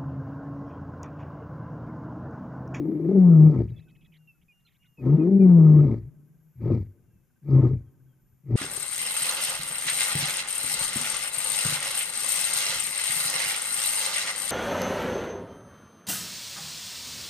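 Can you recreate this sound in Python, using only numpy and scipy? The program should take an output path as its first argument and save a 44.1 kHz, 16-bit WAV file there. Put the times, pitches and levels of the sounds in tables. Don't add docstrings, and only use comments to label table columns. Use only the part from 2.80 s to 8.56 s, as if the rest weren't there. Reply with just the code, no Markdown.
import sys
import numpy as np
from scipy import signal
from scipy.fft import rfft, irfft
from scipy.io import wavfile
from scipy.ndimage import uniform_filter1d

SR = 44100
rng = np.random.default_rng(int(sys.argv[2]) if len(sys.argv) > 2 else 0)


def nominal_scale(level):
    x = np.asarray(level, float) / 20
    return 10 ** x


def unload_audio(sound):
    columns = np.transpose(np.atleast_2d(sound))
    steps = np.round(np.clip(columns, -1, 1) * 32767)
    wavfile.write(sys.argv[1], SR, steps.astype(np.int16))


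N = 254016


def rms_one(x):
    return x / np.sqrt(np.mean(x ** 2) + 1e-20)


def in_time(calls):
    t = np.arange(N) / SR
    s, *columns = np.transpose(np.concatenate(calls))
    gate = 0
    for call in calls:
        start, end = call[0][0], call[-1][0]
        gate = gate + np.interp(t, [start - .015, start, end, end + .015], [0, 1, 1, 0])
    return [np.interp(t, s, c) for c in columns] + [gate]


def at_hz(points, hz):
    table_hz, values = np.transpose(points)
    return np.interp(np.log(hz + 1), np.log(table_hz), values)


def drift(rate):
    r = np.exp(-2 * np.pi * rate / SR)
    return rms_one(signal.lfilter([1], [1, -2 * r, r * r], rng.standard_normal(N + SR))[SR:])


def resonances(x, modes, patchy_db=0.0):
    out = 0
    for k, (hz, width, level_db) in enumerate(modes):
        r = np.exp(-np.pi * width / SR)
        b = (1 - r * r) / 2 * np.array([1, 0, -1])
        a = [1, -2 * r * np.cos(2 * np.pi * hz / SR), r * r]
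        ringing = signal.lfilter(b, a, signal.lfilter(b, a, x))
        out = out + (-1) ** k * nominal_scale(level_db + patchy_db * drift(22.0)) * ringing
    return out


def evened(x, span_s):
    return x / np.sqrt(uniform_filter1d(x ** 2, size=int(span_s * SR)) + 1e-12)


def pulses(per_s, spread_db):
    cycle = np.floor(np.cumsum(per_s) / SR).astype(int)
    return np.diff(cycle, prepend=0) * nominal_scale(spread_db * rng.standard_normal(N)[cycle]) + 1e-18


def note(at_s, level_db, hz, length_s, fall, overtone_db, warble=0.0):
    out = np.zeros(N)
    u = np.arange(int(length_s * SR)) / (length_s * SR)
    glide_hz = hz * (1 + fall * (.5 - u) + warble * drift(130)[:len(u)])
    phase = 2 * np.pi * np.cumsum(glide_hz) / SR
    wave = np.sin(phase) + nominal_scale(overtone_db) * (np.sin(2 * phase) + np.sin(3 * phase))
    out[int(at_s * SR):][:len(u)] = nominal_scale(level_db) * np.sin(np.pi * u ** .7) ** 0.5 * wave
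    return out


# (f/Hz, level/dB per Hz)
AIR_COLOUR = [(25, -10), (50, -6.5), (90, -7.5), (160, -2.5), (260, -17.5), (500, -28.5), (1000, -29.5),
              (2500, -33), (4200, -44.5), (6500, -34), (10000, -33.5), (13000, -35), (15000, -36),
              (16000, -70)]


def air():
    hz = np.arange(N // 2 + 1) * SR / N
    white = rfft(rng.standard_normal((2, N))) * nominal_scale(at_hz(AIR_COLOUR, hz))
    mid, side = irfft(white, N)
    wind = irfft(white[0] / (1 + (hz / 200) ** 4), N)
    gusts = wind * (nominal_scale(5.0 * drift(4)) - 1)
    return nominal_scale(-66.5) * rms_one(mid + gusts + .6 * side * [[1], [-1]])


# (start t/s, end t/s, peak level/dB, swell/dB)
FROG_TRILL = (3.1, 5.55, -81.5, 5.0)


def frog():
    start, end, peak_db, swell_db = FROG_TRILL
    swell = [(start, peak_db - swell_db), (.75 * end + .25 * start, peak_db), (end, peak_db - swell_db / 2)]
    level_db, gate = in_time([swell])
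    beat = np.cos(2 * np.pi * 15.65 * (np.arange(N) / SR - 4.25))
    throb = np.maximum(beat, 0) ** 1.5 * nominal_scale(1.5 * drift(8))
    phase = 2 * np.pi * np.cumsum(1550 + 45 * drift(90)) / SR
    return nominal_scale(level_db + 6) * gate * throb * np.sin(phase)


# (level/dB, swell/dB, swells/per s)
CICADA_BUZZ = (-86.5, 3.0, 1.5)


def cicada():
    level, swell, rate = CICADA_BUZZ
    level_db = level + swell * drift(rate)
    phase = 2 * np.pi * np.cumsum(12950 + 70 * drift(1.5) + 40 * drift(300)) / SR
    tone = np.sin(phase) * nominal_scale(2.2 * drift(30))
    ticks = resonances(pulses(np.full(N, 30.0), spread_db=0.5), [(12700, 900, 14)])
    return nominal_scale(level_db + 4.0) * (tone + ticks)


# (t/s, peak level/dB)
GRASS_SNAPS = [
    (4.215, -72),
    (5.5487, -76.5),
]


def grass_snaps():
    snaps = np.zeros(N)
    for s, db in GRASS_SNAPS:
        burst = rng.standard_normal(300) * np.exp(-np.arange(300) / 60.0)
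        snaps[int(s * SR):][:300] = nominal_scale(db - 12) * burst
    return snaps


def whistle(s, length, hz, db, fade_db):
    attack_s, sag, hook = .02, .015, 0.03
    return [(s, hz * (1 - sag), db - 11),
            (s + attack_s, hz, db),
            (s + length - attack_s, hz * (1 - sag), db - fade_db),
            (s + length, hz * (1 - hook), db - fade_db - 2)]


# (t/s, length/s, f/Hz, level/dB, fade/dB)
LONG_WHISTLES = [
    (0.922, 0.38, 2600, -75, 0.5),
    (1.374, 0.12, 2810, -75, 5),
    (1.514, 0.1, 2630, -74.5, 10),
    (1.707, 0.17, 2826, -69.5, 12.5),
    (2.001, .17, 2850, -69, 11.5),
    (2.275, 0.13, 2800, -73, 6.5),
]


def long_whistles():
    hz, level_db, gate = in_time([whistle(*row) for row in LONG_WHISTLES])
    phase = 2 * np.pi * np.cumsum(hz) / SR
    wave = np.sin(phase) + nominal_scale(-24) * np.sin(2 * phase)
    return np.sqrt(2) * nominal_scale(level_db + 1.5 * drift(30)) * gate * wave


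# (t/s, peak level/dB, f/Hz)
FALLING_CHIRPS = [
    (1.4738, -55, 2694),
    (1.6827, -58.5, 2443),
    (2.173, -56.5, 2530),
    (2.396, -58, 2470),
    (2.6, -55.5, 2375),
]


def chirps():
    return sum(note(s, db, hz, .048, .055, -33) for s, db, hz in FALLING_CHIRPS)


# (t/s, peak level/dB, f/Hz)
TREBLE_PIPS = [
    (0.8983, -66, 3820),
    (0.9625, -54, 3400),
    (1.244, -60, 3360),
    (1.85, -58, 4110),
]
# (t/s, peak level/dB, f/Hz)
DEEP_PIPS = [(1.07, -60.5, 1500), (1.2371, -75, 1300), (1.4012, -71, 1490), (1.5464, -68, 1400),
             (1.7549, -75, 1450), (1.8492, -67.5, 1382), (1.953, -73, 1580), (2.045, -66, 1480)]


def pips():
    return sum(note(s, db - 7.5, hz, 0.027, 0.0414, -39) for s, db, hz in TREBLE_PIPS + DEEP_PIPS)


# (t/s, peak level/dB, f/Hz, length/s)
CHATTER_NOTES = [(0.8799, -64.5, 2870, 0.031), (0.9794, -60, 2970, 0.03), (0.996, -71, 2800, 0.057),
                 (1.0819, -64.5, 2850, 0.035), (1.1494, -63, 2850, 0.022), (1.2094, -65, 2950, 0.031),
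                 (1.2466, -63.5, 3010, 0.026), (1.3189, -59.5, 2780, 0.06), (1.3553, -66, 2900, 0.028),
                 (1.6137, -68, 2980, 0.025), (1.7894, -78, 2770, 0.031), (1.864, -61.5, 3130, 0.036),
                 (1.897, -70, 2800, 0.05), (1.9435, -68, 2955, 0.032), (2.0193, -65.5, 2750, 0.059),
                 (2.3194, -76, 2860, 0.04)]


def chatter():
    out = np.zeros(N)
    for s, db, hz, length in CHATTER_NOTES:
        for part, fall in ((.78, .25), (1.15, -.3)):
            out += note(s, db - 5, hz * part, length, fall, -28, warble=.11)
    return out


# (t/s, peak level/dB, f/Hz, length/s)
DISTANT_CALLS = [
    (4.259, -85, 2670, 0.19),
    (5.057, -85.5, 3180, 0.053),
    (5.278, -84, 3200, 0.078),
]


def far_calls():
    return sum(note(s, db, hz, length, 0.084, -29) for s, db, hz, length in DISTANT_CALLS)


# (f/Hz, decay/s)
ECHO_DECAY = [(60, 0.25), (150, 1.75), (400, 1.3), (1200, 2.7), (4000, 0.24)]


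def tree_line(x):
    t = np.arange(2 * SR) / SR
    edges = 40 * 2 ** np.arange(0, 7.1, .7)
    tail = 0
    for low, high in zip(edges, edges[1:]):
        sos = signal.butter(2, [low, high], "band", fs=SR, output="sos")
        band = signal.sosfilt(sos, rng.standard_normal((2, len(t))))
        tail = tail + band * nominal_scale(-60 * t / at_hz(ECHO_DECAY, np.sqrt(low * high)))
    tail = (tail[0] + 0.31 * tail[1] * [[1], [-1]]) * np.clip((t - .06) / 0.19, 0, 1)
    tail = tail / np.sqrt(np.sum(tail[0] ** 2)) * 8
    return signal.fftconvolve(x[None], tail, axes=1)[:, :N]


GRUNT_BREATH_DB = -50.5


def grunt(s, db, hz, rough, hold):
    attack_s, release_s, end_db = .115, 0.2, -64
    rise, sag = .17, .14
    fade_s = .7 * release_s * (db - end_db) / 46
    times = s + np.cumsum([0, 0.53 * attack_s, 0.49 * attack_s, hold, 0.33 * release_s, fade_s])
    pitch = hz * (1 + np.array([rise, 0, 0, -sag / 2, -sag, -1.3 * sag]))
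    roughness = [.9, .8, rough, rough + .1, 1, 1]
    tone = [-48.5, db - 13, db, db - 5, db - 10, end_db]
    breath = GRUNT_BREATH_DB + 0.55 * (db + 18.5) - np.array([42, 8.2, .1, .2, 18, 68.5])
    slaps_per_s = np.full(len(times), 50)
    return np.transpose([times, pitch, roughness, slaps_per_s]), np.transpose([times, tone, breath])


# (t/s, pitch f/Hz, roughness/0-1, slaps of loose tissue/per s)
ROAR_FOLDS = [
    [(0, 156, .65, 27), (.26, 158, .65, 29), (.32, 198, .55, 32), (.38, 191, .1, 45), (.58, 155, .12, 48),
     (.715, 154, .45, 50), (.77, 122, .9, 48), (.876, 108, .9, 48), (1.02, 116, .9, 48)],
    [(2.18, 135, .8, 55), (2.255, 126, .25, 60), (2.35, 155, .18, 58), (2.425, 158, .15, 55),
     (2.5, 194, .12, 52), (2.59, 196, .1, 50), (2.82, 159, .12, 50), (3.04, 144, .5, 50),
     (3.12, 115, .9, 48)],
]
# (t/s, tone level/dB, breath level/dB)
ROAR_EFFORT = [
    [(0, -36, -56.5), (.2, -34, -59), (.3, -23.5, -55.5), (.39, -13, -50.5), (.675, -9.5, -48.5),
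     (.74, -26, -48.5), (.81, -22, -54), (.92, -32, -78.5), (1.0, -54.5, -83)],
    [(2.19, -47.5, -70), (2.27, -21, -45.5), (2.35, -12.5, -49.5), (2.41, -26.5, -51), (2.55, -14, -55),
     (2.74, -11, -50), (3.0, -11.5, -47), (3.13, -27, -52), (3.29, -41.5, -96.5)],
]
# (start t/s, peak tone level/dB, pitch f/Hz, roughness/0-1, hold/s)
SHORT_GRUNTS = [
    (3.764, -20, 119.2, .95, .07),
    (4.632, -12, 135, 0.5, 0.12),
    (5.647, -13.5, 126.5, .55, 0.092),
]


def calls():
    folds, effort = zip(*[grunt(*row) for row in SHORT_GRUNTS])
    pitch, rough, slap_rate, _ = in_time(ROAR_FOLDS + list(folds))
    tone_db, breath_db, calling = in_time(ROAR_EFFORT + list(effort))
    return pitch, rough, slap_rate, tone_db, breath_db, calling


# (from t/s, to t/s, share shut/0-1)
HOOTS = [
    (-.1, 0.389, 0.68),
    (2.367, 2.664, 0.63),
]


def mouth_shut():
    t, move_s, shut = np.arange(N) / SR, 0.0067, 0
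    for a, b, share in HOOTS:
        shut = shut + np.interp(t, [a - move_s, a, b, b + move_s], [0, share, share, 0])
    return shut


# (t/s, dip level/dB, half-length/s)
VOICE_CRACKS = [(0.334, 6.5, 0.014), (0.869, 13, 0.03), (2.375, 13, .01), (2.504, 8.5, 0.0062),
                (2.587, 9.5, .009), (3.209, 10, 0.024), (3.888, 10, 0.0078), (4.818, 11, 0.009),
                (4.893, 9, 0.017)]


def cracks():
    t = np.arange(N) / SR
    return sum(-dip_db * np.exp(-((t - s) / half) ** 2) for s, dip_db, half in VOICE_CRACKS)


def layer_levels(pitch, rough, tone_db, breath_db, shut):
    slack = np.maximum(141.8 - pitch, 0)
    spare_db = rough * (tone_db - 28.5 - breath_db)
    second = breath_db + 13 + 24 * shut + 0.28 * slack
    third = breath_db + 8.5 + 0.3749 * slack + 0.15 * shut * (tone_db + 36)
    half = breath_db - 10.5 + 29 * rough + 0.38 * spare_db
    throat = 18.5 + 4 * shut + 0.13 * spare_db
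    hiss_fade = 0.47 * (breath_db - GRUNT_BREATH_DB)
    bright = -18 - hiss_fade + 0.09 * slack + 4.5 * rough * (1 - shut) - .1
    chest = -21 + .55 * tone_db - np.maximum(pitch - 125, 0) - 10.5 * (1 - rough)
    return second, third, half, throat, bright, chest


def sung_tone(phase, wobble, first_db, second_db, third_db, between_db, beat_db, crack_db):
    shake_db = beat_db + crack_db
    song = nominal_scale(first_db + .5 * beat_db + crack_db) * np.sin(phase)
    song += nominal_scale(second_db + 1.05 + shake_db + 1.3 * drift(27)) * np.sin(2 * phase + 1.2 + wobble)
    song += nominal_scale(third_db - 1.5 + shake_db + 2.2 * drift(26)) * np.sin(3 * phase + 2 * wobble)
    song += nominal_scale(third_db - 10.5 + shake_db) * np.sin(4 * phase + 3 * wobble)
    between_lines = sum(nominal_scale(-4.0 * k) * np.sin((k + 1.2) * phase + wobble) for k in range(3))
    return np.sqrt(2) * (song + nominal_scale(between_db + beat_db) * between_lines)


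def chest_thuds(slaps, breath):
    return evened(resonances(slaps + 0.0045 * breath, [(70, 44, 0.5), (97.2, 6.6, 8.5)]), 0.36)


# (f/Hz, width/Hz, level/dB)
THROAT_MODES = [(135, 66, -4), (163, 150, -1), (303, 92, -4), (325, 77, 4.5), (367, 140, -9.5),
                (470, 9.7, -19)]


def throat_growl(slaps, breath, rough):
    return evened(resonances(slaps * (0.13 + rough) + 0.027 * breath, THROAT_MODES, patchy_db=2.5), 0.26)


# (f/Hz, width/Hz, level/dB)
MOUTH_MODES = [(580, 80, 5), (750, 60, 1.5), (900, 70, 1.5), (1060, 90, -1), (1260, 130, -3)]
# (f/Hz, width/Hz, level/dB)
TEETH_MODES = [(1920, 1000, 5), (2365, 350, 4.5), (3400, 980, -16.5), (4600, 1500, -10.5),
               (6500, 2400, -18)]


def mouth_rasp(phase, wobble, slaps, slap_rate, breath, rough, shut, beat_db, bright_db):
    closures = np.diff((phase + .25 * wobble) // (2 * np.pi), prepend=0) * nominal_scale(2.5 * drift(150))
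    jet = .075 * breath * (1 + .8 * np.cos(phase))
    jet *= (.06 + rough * np.clip(slap_rate / 45, .4, 1)) * nominal_scale(.6 * beat_db)
    drive = closures + .4 * rough * (1 - .8 * shut) * slaps + jet
    rasp = evened(resonances(drive, MOUTH_MODES, patchy_db=3.0), .06)
    dull = signal.sosfilt(signal.butter(2, 1100, fs=SR, output="sos"), rasp)
    rasp -= np.clip(.55 * shut, 0, 1) * (rasp - dull)
    hiss = evened(resonances(drive + jet, TEETH_MODES, patchy_db=3.5), .05)
    return rasp + nominal_scale(bright_db) * hiss


def lion():
    pitch, rough, slap_rate, tone_db, breath_db, calling = calls()
    shut, crack_db = mouth_shut(), cracks()
    levels = layer_levels(pitch, rough, tone_db, breath_db, shut)
    second_db, third_db, between_db, throat_db, bright_db, chest_db = levels
    rough = np.clip(rough, 0, 1)
    phase = 2 * np.pi * np.cumsum(pitch * (1 + 0.11 * rough ** 2 * drift(40))) / SR
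    slap_rate = slap_rate * nominal_scale(2.2 * drift(12))
    slaps = pulses(slap_rate, spread_db=2.5)
    since_slap = np.cumsum(slap_rate / SR) % 1
    beat_db = rough * uniform_filter1d(5 - 13 * since_slap, size=180)
    wobble = (.3 + rough) * drift(25)
    breath = rng.standard_normal(N)
    song = sung_tone(phase, wobble, tone_db, second_db, third_db, between_db, beat_db, crack_db)
    rasp = mouth_rasp(phase, wobble, slaps, slap_rate, breath, rough, shut, beat_db, bright_db)
    broken = nominal_scale(chest_db) * chest_thuds(slaps, breath)
    broken += nominal_scale(breath_db + .4 * crack_db) * rasp
    broken += nominal_scale(breath_db + throat_db + 0.97 * rough) * throat_growl(slaps, breath, rough)
    voice = (song + broken) * calling
    return signal.sosfilt(signal.butter(2, 42, "high", fs=SR, output="sos"), voice)


def scene():
    roar = lion()
    birds = long_whistles() + chirps() + pips() + chatter() + far_calls()
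    small_life = frog() + cicada() + grass_snaps()
    life = (birds + small_life) * nominal_scale([[-1.2], [1.2]])
    return roar + nominal_scale(-59.5) * tree_line(roar) + life + air()


def band_limit(x):
    return signal.sosfilt(signal.butter(12, 15500, fs=SR, output="sos"), x)


# (f/Hz, left minus right level/dB)
PORT_TILT = [(40, -4.5), (100, 2), (160, 3.5), (350, 4.5), (700, 2.5), (1400, 2), (2800, 0.5), (5500, -2.5),
             (12000, 4)]


def record(dry):
    clock_db, clock_hz = -63, 9600
    low = signal.sosfilt(signal.butter(2, 500, fs=SR, output="sos"), dry)
    x = dry + nominal_scale(clock_db) * low * np.sin(2 * np.pi * clock_hz * np.arange(N) / SR)
    x = np.pad(x, [(0, 0), (SR // 4, SR // 4)], mode="reflect", reflect_type="odd")
    x = x * signal.windows.tukey(x.shape[1], .05)
    hz = np.arange(x.shape[1] // 2 + 1) * SR / x.shape[1]
    tilt_db = at_hz(PORT_TILT, hz) / 2 * [[1], [-1]]
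    dip_db = -30 * np.exp(-((hz - 8350) / 420) ** 4)
    x = irfft(rfft(x) * nominal_scale(tilt_db + dip_db), x.shape[1])[:, SR // 4:SR // 4 + N]
    mix = x * signal.windows.tukey(N, .0005)
    return band_limit(mix)


dry = scene()
out = record(dry)
unload_audio(out)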